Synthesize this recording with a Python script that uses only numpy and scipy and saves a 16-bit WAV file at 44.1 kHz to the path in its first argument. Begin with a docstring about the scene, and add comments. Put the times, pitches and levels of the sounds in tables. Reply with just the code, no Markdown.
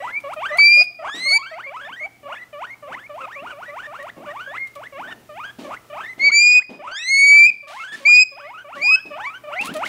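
"""Guinea pigs beg in a wire cage, close to the microphone in a small room; faint mains hum and whine.
From the start their chirps overlap, each a low hum of the vocal folds that sweeps upward, and three
calls climb to thin squeals. Claws and bars tick; a second in, feet begin to scuffle in wood shavings
on the plastic tray. Chirps fill the middle, with one squeal; from six to nine seconds five more come.
A flurry of scuffles and ticks ends the scene."""
import sys
import numpy as np
from scipy import signal
from scipy.fft import rfft, irfft, next_fast_len
from scipy.io import wavfile
from scipy.ndimage import uniform_filter1d, minimum_filter1d, map_coordinates

SR = 44100
rng = np.random.default_rng(int(sys.argv[2]) if len(sys.argv) > 2 else 0)


def digitize_waveform(pressure):
    """Quantize a signal to 16-bit integers and store it at the path in sys.argv[1].

    Rows of a 2-D input are taken as channels; values are limited to [-1, 1].
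    """
    field = np.atleast_2d(pressure).T
    bounded = np.clip(field, -1, 1)
    quanta = np.round(bounded * 32767).astype(np.int16)
    wavfile.write(sys.argv[1], SR, quanta)


N = 435708
TOP_HZ = 15750  # upper edge of the band

# Room tone. Each row: frequency in Hz, relative level in dB.
AIR_COLOUR = [(25, -16.5), (70, -3.5), (300, -1), (1000, -13.5), (2500, -12.5), (4000, -17), (13000, -22)]
# Mains hum and a thin whine. Each row: frequency in Hz, base level in dB.
MAINS_TONES = [(120, -66), (14994, -78)]
# Rise and fall of room tone and mains together. Each row: time in seconds, gain in dB.
BACKGROUND_GAIN = [(.55, 4), (.62, 4.5), (1.0, -3), (2.2, 1), (6.15, 4.5), (6.3, -7.5), (8.3, -2.5),
                   (9.88, 4)]

# Begging chirps. Each row: start, hum length and sweep length in seconds; hum pitch, final pitch and
# arch of the sweep in Hz; base level and swell over the sweep in dB.
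CHIRP_CALLS = [(0, 0.023, 0.09, 553, 1825, -160, -33.5, 0.5),
               (0.239, 0.067, 0.038, 556, 1430, -73, -31, -6),
               (0.364, 0.049, 0.16, 609.4, 2022, 365.5, -32.5, 3),
               (0.504, 0.059, 0.041, 591, 1875, -425, -32, 0.5),
               (0.769, 0.053, 0.01, 586, 800, 8, -35, -21.5),
               (.99, 0.048, 0.048, 635.5, 1580, 37.5, -35.5, 3),
               (1.02, 0.047, 0.036, 594, 1384, -135, -37, 5.5),
               (1.257, 0.072, 0.22, 566, 2106, -140, -41, 0.5),
               (1.514, 0.065, .12, 630, 2330, 426.5, -38, -1),
               (1.662, 0.067, 0.15, 543, 1818, 183.5, -40, 4),
               (1.813, 0.069, .18, 560, 2305, 318, -44.5, 11.5),
               (2.01, 0.051, 0.018, 602, 810, 4, -39.5, -2.5),
               (2.231, 0.061, 0.15, 565, 1953, 402, -40, -1.5),
               (2.257, 0.08, 0.05, 555, 2665, 428, -39, -9.5),
               (2.53, .086, .13, 576, 2208, 343, -36.5, -5.5),
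               (2.826, 0.072, 0.055, 570, 2117, -120, -38.5, 7.5),
               (2.875, 0.067, 0.13, 520, 2365, 93.5, -42, -2),
               (3.095, 0.078, 0.086, 579.6, 1130, 380.5, -37.5, -1),
               (3.202, 0.075, .13, 526.5, 2754, 164.5, -41, 0),
               (3.36, 0.085, 0.094, 554, 1106, 560.5, -38, -1.5),
               (3.527, 0.076, .11, 564, 1995, 373, -40.5, -1),
               (3.681, 0.08, 0.11, 571, 1810, 281, -38, 4.5),
               (3.871, 0.06, 0.1, 582, 1910, 333.5, -39, -0.5),
               (3.989, 0.071, 0.044, 555.5, 2033, -130, -35.5, -1.5),
               (4.164, 0.074, 0.087, 537.4, 1845, 324, -42.5, 6.5),
               (4.263, 0.079, .125, 580, 1631, 165.5, -38, -0.5),
               (4.473, 0.051, 0.063, 548, 2180, -200, -39, 7),
               (4.758, 0.055, .063, 563, 2054, 174, -38, -2),
               (4.925, 0.072, 0.14, 544, 1793, 376.5, -38, -1),
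               (5.052, 0.04, 0.038, 581, 1450, 290, -45.5, 6.5),
               (5.292, 0.081, 0.14, 592, 1690, 215, -40.5, 4),
               (5.64, 0.062, 0.054, 573, 1573, 121, -39, 4.5),
               (5.659, 0.064, 0.054, 538.6, 2194, -32, -40, -2),
               (5.9, 0.047, 0.19, 578, 2055, 308.5, -38.5, 1.5),
               (5.929, .055, .087, 591, 2176, 30, -38.5, 1), (6.226, .06, .06, 575, 2046, 100, -42.5, 3),
               (6.527, 0.053, 0.051, 578, 2150, 30, -47.5, 8), (6.792, 0.036, 0.094, 581, 1550, 32, -40, 6),
               (6.844, 0.084, 0.11, 568, 2650, 520.5, -48.5, 10.5),
               (7.273, 0.059, 0.11, 558, 2110, 248, -48, -3),
               (7.629, 0.08, 0.12, 555.5, 2150, 480.5, -50, 9),
               (7.671, 0.067, 0.22, 574.4, 1778, 220.5, -43, 11),
               (8.004, 0.067, 0.08, 547, 2140, 12.5, -43, -0.5),
               (8.316, 0.063, .13, 552, 2220, 371, -47, 0.5),
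               (8.393, 0.1, 0.14, 569, 1564, 148.5, -43.5, 0),
               (8.645, 0.057, 0.12, 569, 2300, 120, -42.5, 4),
               (8.756, 0.087, 0.17, 559, 1678, 77.5, -41, 0), (9.106, 0.069, 0.13, 572, 2430, 331, -36, -2),
               (9.113, 0.079, 0.19, 585.7, 1593, -27, -39.5, -2),
               (9.438, 0.069, .12, 586, 2773, 142.5, -40.5, 17),
               (9.473, 0.093, 0.16, 576, 1820, -290, -35, -6.5),
               (9.749, 0.063, 0.058, 612, 2250, -150, -30, 1.5)]
# Throat colour of a chirp. Each row: frequency in Hz, gain in dB.
THROAT_COLOUR = [(560, 3.5), (1150, 6), (1700, -5), (2300, 4), (2900, -0.5), (3400, -7.5), (4000, -18.5),
                 (5200, -17), (8500, -17.5), (12000, -35.5), (16000, -47.5)]
# How well a chirp carries. Each row: pitch in Hz, gain in dB.
CHIRP_CARRY = [(560, -1.5), (800, 4), (1200, 5), (1450, 5), (1700, -1), (2100, 6.5), (2700, 4.5)]
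# Hoarseness in mid-sweep. Each row: pitch in Hz, hiss against the tone in dB for a 0.11 s sweep.
CHIRP_RASP = [(600, -23), (1050, -16), (1350, -14), (1650, -10.5), (1900, -17), (2200, -28)]
KNEE_HZ, HUM_SAG, HUM_LIFT = 742, .06, .07  # where the sweep begins; shares of the hum pitch
ONSET_DB, ONSET_S = -4, 0.0083  # soft entry
QUAVER_HZ, QUAVER_SHARE, QUAVER_DB = 26, .065, 2.2  # rate; greatest depth in pitch and in level
BREAK_DB = 4.5  # about how far the tone gives way at the peak of the rasp

# Squeals. Each row: start, end and scoop length in seconds; entry, settled and final pitch and closing
# flick in Hz; base level, swell, second harmonic, third harmonic, top overtones and brightening in dB.
SQUEAL_CALLS = [(0, 0.192, .11, 1894, 2023, 2430, 3.5, -15.5, -15.5, -34, -42, -13.5, -24),
                (0.58, 0.83, 0.007, 2100, 2286, 2471, 0, -9.5, -3.5, -10, -36.5, -8, 4),
                (1.078, 1.377, 0.23, 1578, 2197, 2337, 2.5, -8.5, -7, -4.5, -23, 5.5, -2),
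                (4.457, 4.687, .17, 1507, 2145, 2063, 7, -12.5, -12, -29.5, -51, -23, -34),
                (6.191, 6.306, .085, 2096, 2301, 2088, 5.5, -9, 3, -12.5, -30, -24.5, 5.5),
                (6.313, 6.596, 0.16, 2252, 2442, 2510, -13, -11.5, 1.5, -11.5, -16, -6, -12.5),
                (6.908, 7.5, 0.23, 1434, 2187, 2393, 153, -6, 0, -14.5, -20, -1.5, -22),
                (8.049, 8.234, 0.031, 2200, 2402, 2529, 6.5, -9, 0.5, -13, -25, -14, 16),
                (8.811, 8.957, 0.029, 2180, 2414, 2591, -4.5, -14, 14.5, -13, -29, -6.5, 0)]
# A squeal blooms as it climbs. Each row: pitch in Hz, gain in dB.
SQUEAL_BLOOM = [(1650, -26.5), (1950, -29.5), (2080, -18), (2170, -9.5), (2250, -2.5), (2350, 1),
                (2600, 0.5)]
# Colour of a squeal's top overtones. Each row: frequency in Hz, gain in dB.
SHRILL_COLOUR = [(2400, -1.5), (3400, 6), (4500, -31), (6800, -27), (8800, -31.5), (9500, -38),
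                 (10100, -42.5), (11200, -48.5), (12300, -52), (13800, -52.5), (15500, -68)]
OPEN_HZ = 2150  # below this pitch the top overtones keep one dull colour
OVERTONE_BLOOM = 0.81  # share of the bloom that the overtones follow
ENTRY_DB, ENTRY_SHARE = -12, .25  # the overtones fade in over this share of the scoop
FLICK_LEAD_S, FLICK_WIDTH_S, FLICK_DB_PER_HZ = .02, .018, -.055  # an upward flick thins the tone
RELEASE_S, RELEASE_DB = .015, -5  # a squeal sinks just before it stops

# Ticks of claws and bars. Each row: start in seconds, relative level in dB.
CAGE_TICKS = [(0.203, -42), (.3344, -35.5), (.573, -26), (.836, -33.5), (4.0257, -39.5), (4.6718, -40.5),
              (4.7534, -36), (9.612, -27), (9.647, -27), (9.656, -24.5), (9.669, -28), (9.739, -27),
              (9.7653, -28.5)]
# Colour of a tick. Each row: frequency in Hz, relative level in dB.
TICK_COLOUR = [(300, -10.5), (3000, 7), (6000, -2.5), (10000, 1), (12500, -8.5), (16000, -6.5)]

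# Scuffling feet. Each row: start and length in seconds, tray thud and shavings level in dB.
FOOT_SCUFFLES = [(1.142, 0.064, -40, -39), (1.893, .035, -50, -70), (2.228, 0.063, -54.5, -72),
                 (2.899, 0.059, -46, -68), (3.42, 0.033, -45, -70), (4.169, 0.079, -41.5, -65),
                 (4.968, 0.26, -47.5, -71.5), (5.585, .09, -36.5, -44.5), (6.178, 0.1, -41.5, -47),
                 (6.693, 0.061, -36, -53), (7.37, .16, -52, -53.5), (7.672, 0.17, -69, -44),
                 (7.92, .11, -47.5, -42), (8.746, 0.068, -42.5, -46), (9.053, 0.03, -39, -53),
                 (9.608, 0.072, -38, -38.5), (9.691, .045, -33.5, -58), (9.742, 0.058, -60, -44.5),
                 (9.847, .098, -44, -33.5)]
# Dull drumming of the plastic tray. Each row: frequency in Hz, relative level in dB.
TRAY_COLOUR = [(40, -42.5), (110, -43.5), (170, -4), (290, -1), (420, -7.5), (800, -12.5), (1500, -27.5),
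               (3000, -29.5), (6000, -59)]
# Crackle of wood shavings. Each row: frequency in Hz, relative level in dB.
SHAVINGS_COLOUR = [(200, -21), (1000, 1.5), (3000, 6.5), (5500, -2.5), (9000, -8), (12500, -16.5),
                   (16000, -20)]

# Decay of the small room. Each row: frequency in Hz, time to fall 60 dB in seconds.
ROOM_T60 = [(200, 0.29), (700, 1), (2400, 0.52), (5000, 0.52), (10000, 0.033)]


def amp(db):
    """Decibels to gain."""
    return 10 ** (np.asarray(db) / 20)


def unit(x):
    """Scale to rms 1."""
    return x / np.sqrt(np.mean(x ** 2) + 1e-20)


def along(points, hz):
    """Read (Hz, value) points on a log frequency axis."""
    freqs, values = np.transpose(points)
    return np.interp(np.log(hz + 1), np.log(freqs), values)


def wobble(count, rate):
    """A smooth random curve with rate knots a second."""
    knots = rng.standard_normal(size=2048)
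    return map_coordinates(knots, [np.arange(count) * rate / SR], mode="wrap")


def noise(colour):
    """Coloured noise of rms 1, as long as the scene."""
    size = next_fast_len(N)
    gain = amp(along(colour, np.fft.rfftfreq(size, 1 / SR)))
    return unit(irfft(rfft(rng.standard_normal(size)) * gain, size)[:N])


def add(track, start, sound):
    """Mix a sound into the track at start seconds."""
    part = track[max(round(start * SR), 0):][:len(sound)]
    part += sound[:len(part)]


def span(start, end, fade):
    """Sample times of a call and its gate with soft edges."""
    t = np.arange(round(start * SR), round(end * SR)) / SR
    ramp = np.clip(np.minimum(t - start, end - t) / fade, 0, 1)
    return t, np.sin(np.pi / 2 * ramp) ** 2


def background(air_db=-58):
    """Room tone and electrical hum behind the cage, faintest around the late squeals."""
    t = np.arange(N) / SR
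    mains = sum(np.sqrt(2) * amp(db) * np.sin(2 * np.pi * hz * t) for hz, db in MAINS_TONES)
    gain = amp(np.interp(t, *np.transpose(BACKGROUND_GAIN)))
    return (amp(air_db) * noise(AIR_COLOUR) + mains) * gain


def voice(pitch, harmonics_db, jitter, shimmer_db):
    """Vocal folds whose rate and strength flutter; one row of levels for each harmonic."""
    order = np.arange(1, len(harmonics_db) + 1)[:, None]
    phase = 2 * np.pi * np.cumsum(pitch * (1 + jitter * wobble(len(pitch), 600))) / SR
    partials = amp(harmonics_db) * np.sin(order * phase) * (order * pitch < TOP_HZ)
    return np.sqrt(2) * partials.sum(axis=0) * amp(shimmer_db * wobble(len(pitch), 300))


def chirp_pitch(t, hold, progress, hum, final, arch):
    """The hum starts sharp, settles and lifts to the knee; an arched sweep leads to the final pitch."""
    hum_points = [(1 + HUM_SAG) * hum, hum, hum, (1 + HUM_LIFT) * hum, KNEE_HZ]
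    low = np.interp(t / hold, [0, .25, .5, .75, 1], hum_points)
    sweep = (final - KNEE_HZ) * progress + 4 * arch * progress * (1 - progress)
    return uniform_filter1d(low + sweep, size=400)


def chirps(slope_db=8, uneven_db=1.86, hollow_db=3.0):
    """Each chirp swells into a hum, then sweeps up, quavering and raspy; loudness follows pitch."""
    tones, hiss_envelope = np.zeros(N), np.zeros(N)
    order = np.arange(1, 9)[:, None]
    for start, hold, rise, hum, final, arch, db, swell_db in CHIRP_CALLS:
        t, gate = span(start - .003, start + hold + rise + .002, fade=.005)
        t = t - start
        progress = np.clip((t - hold) / rise, 0, 1)
        pitch = chirp_pitch(t, hold, progress, hum, final, arch)
        level = db + swell_db * progress + along(CHIRP_CARRY, pitch)
        level += ONSET_DB * np.clip(1 - t / ONSET_S, 0, 1)
        # Quick sweeps break up into hiss; slow whimpers stay clear and keep their overtones.
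        haste = np.minimum((.11 / rise) ** 1.4, 1.2)
        roughness = haste * amp(along(CHIRP_RASP, pitch))
        # Past the knee the larynx trembles, shaking both pitch and loudness.
        cycles = np.cumsum(QUAVER_HZ * (1 + .25 * wobble(len(t), 30))) / SR
        quaver = np.interp(progress, [0, .25, .5, 1], [0, 1, .8, .2]) * np.sin(2 * np.pi * cycles)
        pitch *= 1 + QUAVER_SHARE * quaver
        level += QUAVER_DB * quaver + uneven_db * wobble(len(t), 50)
        tone_db = level - BREAK_DB * (roughness / amp(max(rasp for _, rasp in CHIRP_RASP))) ** 2
        colour = along(THROAT_COLOUR, order * pitch) - along(THROAT_COLOUR, pitch)
        colour -= slope_db * np.log2(order) * np.sqrt(haste * pitch / 1000)
        colour += hollow_db * (order > 1) * np.array([wobble(len(t), 25) for _ in order])
        call = voice(pitch, tone_db + colour, jitter=.11 * roughness, shimmer_db=9 * roughness)
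        add(tones, start + t[0], gate * call)
        add(hiss_envelope, start + t[0], gate * amp(level) * roughness)
    return tones + hiss_envelope * noise([(250, -5.0)] + THROAT_COLOUR)


def squeal_pitch(t, length, scoop, entry, settled, final):
    """A squeal scoops up to its settled pitch, then glides to the final one."""
    below = (entry - settled) * np.clip(1 - t / scoop, 0, 1) ** 1.5
    return below + np.interp(t, [scoop, length], [settled, final])


def squeals(flutter_db=2.5, shrill_db=6):
    """Squeals bloom as they climb; the louder they get, the steadier and purer the tone."""
    out = np.zeros(N)
    top_orders = np.arange(4, 8)[:, None]
    for (start, end, scoop, entry, settled, final, flick_hz,
         db, swell_db, second_db, third_db, top_db, brighten_db) in SQUEAL_CALLS:
        length = end - start
        t, gate = span(start - .002, end + .004, fade=.009)
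        flick = flick_hz * np.exp(-((t - end + FLICK_LEAD_S) / FLICK_WIDTH_S) ** 2)
        pitch = squeal_pitch(t - start, length, scoop, entry, settled, final) + flick
        from_middle = (t - start) / length - .5
        effort = db + swell_db * from_middle + FLICK_DB_PER_HZ * flick
        effort += RELEASE_DB * np.clip(1 + (t - end) / RELEASE_S, 0, 1)
        bloom = along(SQUEAL_BLOOM, pitch)
        level = effort + bloom
        top = top_db + shrill_db + along(SHRILL_COLOUR, top_orders * np.maximum(pitch, OPEN_HZ))
        colour = np.vstack([np.full(len(t), second_db), np.full(len(t), third_db), top])
        flutter = flutter_db * np.array([wobble(len(t), 45) for _ in colour])
        overtones = effort + OVERTONE_BLOOM * bloom + brighten_db * from_middle + colour + flutter
        overtones += ENTRY_DB * np.clip(1 - (t - start) / (ENTRY_SHARE * scoop), 0, 1)
        slack = np.clip(-level / 30, 0, 1) ** 2  # 0 at full voice, 1 when quiet
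        pitch *= 1 + (.0012 + .011 * slack) * wobble(len(t), 70)
        call = voice(pitch, np.vstack([level, overtones]), jitter=.007 * slack, shimmer_db=.8 * slack)
        add(out, start, gate * call)
    return out


def ticks(t60=0.058, gain_db=-6):
    """Claws and bars make small, bright contacts, each a fast-dying burst of noise."""
    envelope = np.zeros(N)
    t = np.arange(SR // 10) / SR
    for start, db in CAGE_TICKS:
        add(envelope, start, amp(db + gain_db - 60 * t / t60))
    return envelope * noise(TICK_COLOUR)


def scuffles(t60=0.31, grain_db=-2.0, thud_attack_s=0.001, crackle_attack_s=0.0063):
    """Each shuffle of feet drums the tray and stirs up a crackle in the shavings."""
    thud, crackle = np.zeros(N), np.zeros(N)
    t = np.arange(SR // 2) / SR
    for start, length, thud_db, shavings_db in FOOT_SCUFFLES:
        fall = amp(-5 * np.minimum(t / length, 1) - 60 * np.maximum(t - length, 0) / t60)
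        add(thud, start, amp(thud_db) * fall * (1 - np.exp(-t / thud_attack_s)))
        add(crackle, start, amp(shavings_db) * fall * (1 - np.exp(-t / crackle_attack_s)))
    tray = noise(TRAY_COLOUR)
    shavings = unit(noise(SHAVINGS_COLOUR) * amp(grain_db * wobble(N, 580)))
    return thud * tray + crackle * shavings


def room(direct, cage_db=-19, cage_t60=0.15, tail_db=-22):
    """Close up, direct sound leads; quick cage reflections and the room's weak tail follow."""
    hz, t, spectra = signal.stft(rng.standard_normal(SR * 3 // 4), SR, nperseg=256)
    decay = amp(-60 * t / along(ROOM_T60, hz)[:, None])
    tail = signal.istft(spectra * decay, SR, nperseg=256)[1]
    early = rng.standard_normal(len(tail)) * amp(-60 * np.arange(len(tail)) / SR / cage_t60)
    echo = amp(tail_db) * tail / np.linalg.norm(tail) + amp(cage_db) * early / np.linalg.norm(early)
    return direct + signal.fftconvolve(direct, echo)[:N]


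def scene():
    """The animals, their cage and the room at one close microphone."""
    cage = chirps() + squeals() + scuffles() + ticks()
    return (room(cage) + background())[None]


def record(dry, ceiling=.71):
    """Behind the microphone a limiter holds the squeals down; the band ends steeply."""
    needed_gain = np.minimum(1, ceiling / (np.abs(dry) + 1e-9))
    limited = dry * uniform_filter1d(minimum_filter1d(needed_gain, size=400), size=300)
    size = next_fast_len(N + SR // 2)
    in_band = np.fft.rfftfreq(size, 1 / SR) < TOP_HZ
    return irfft(rfft(limited, size) * in_band, size)[..., :N]


dry = scene()
out = record(dry)
digitize_waveform(out)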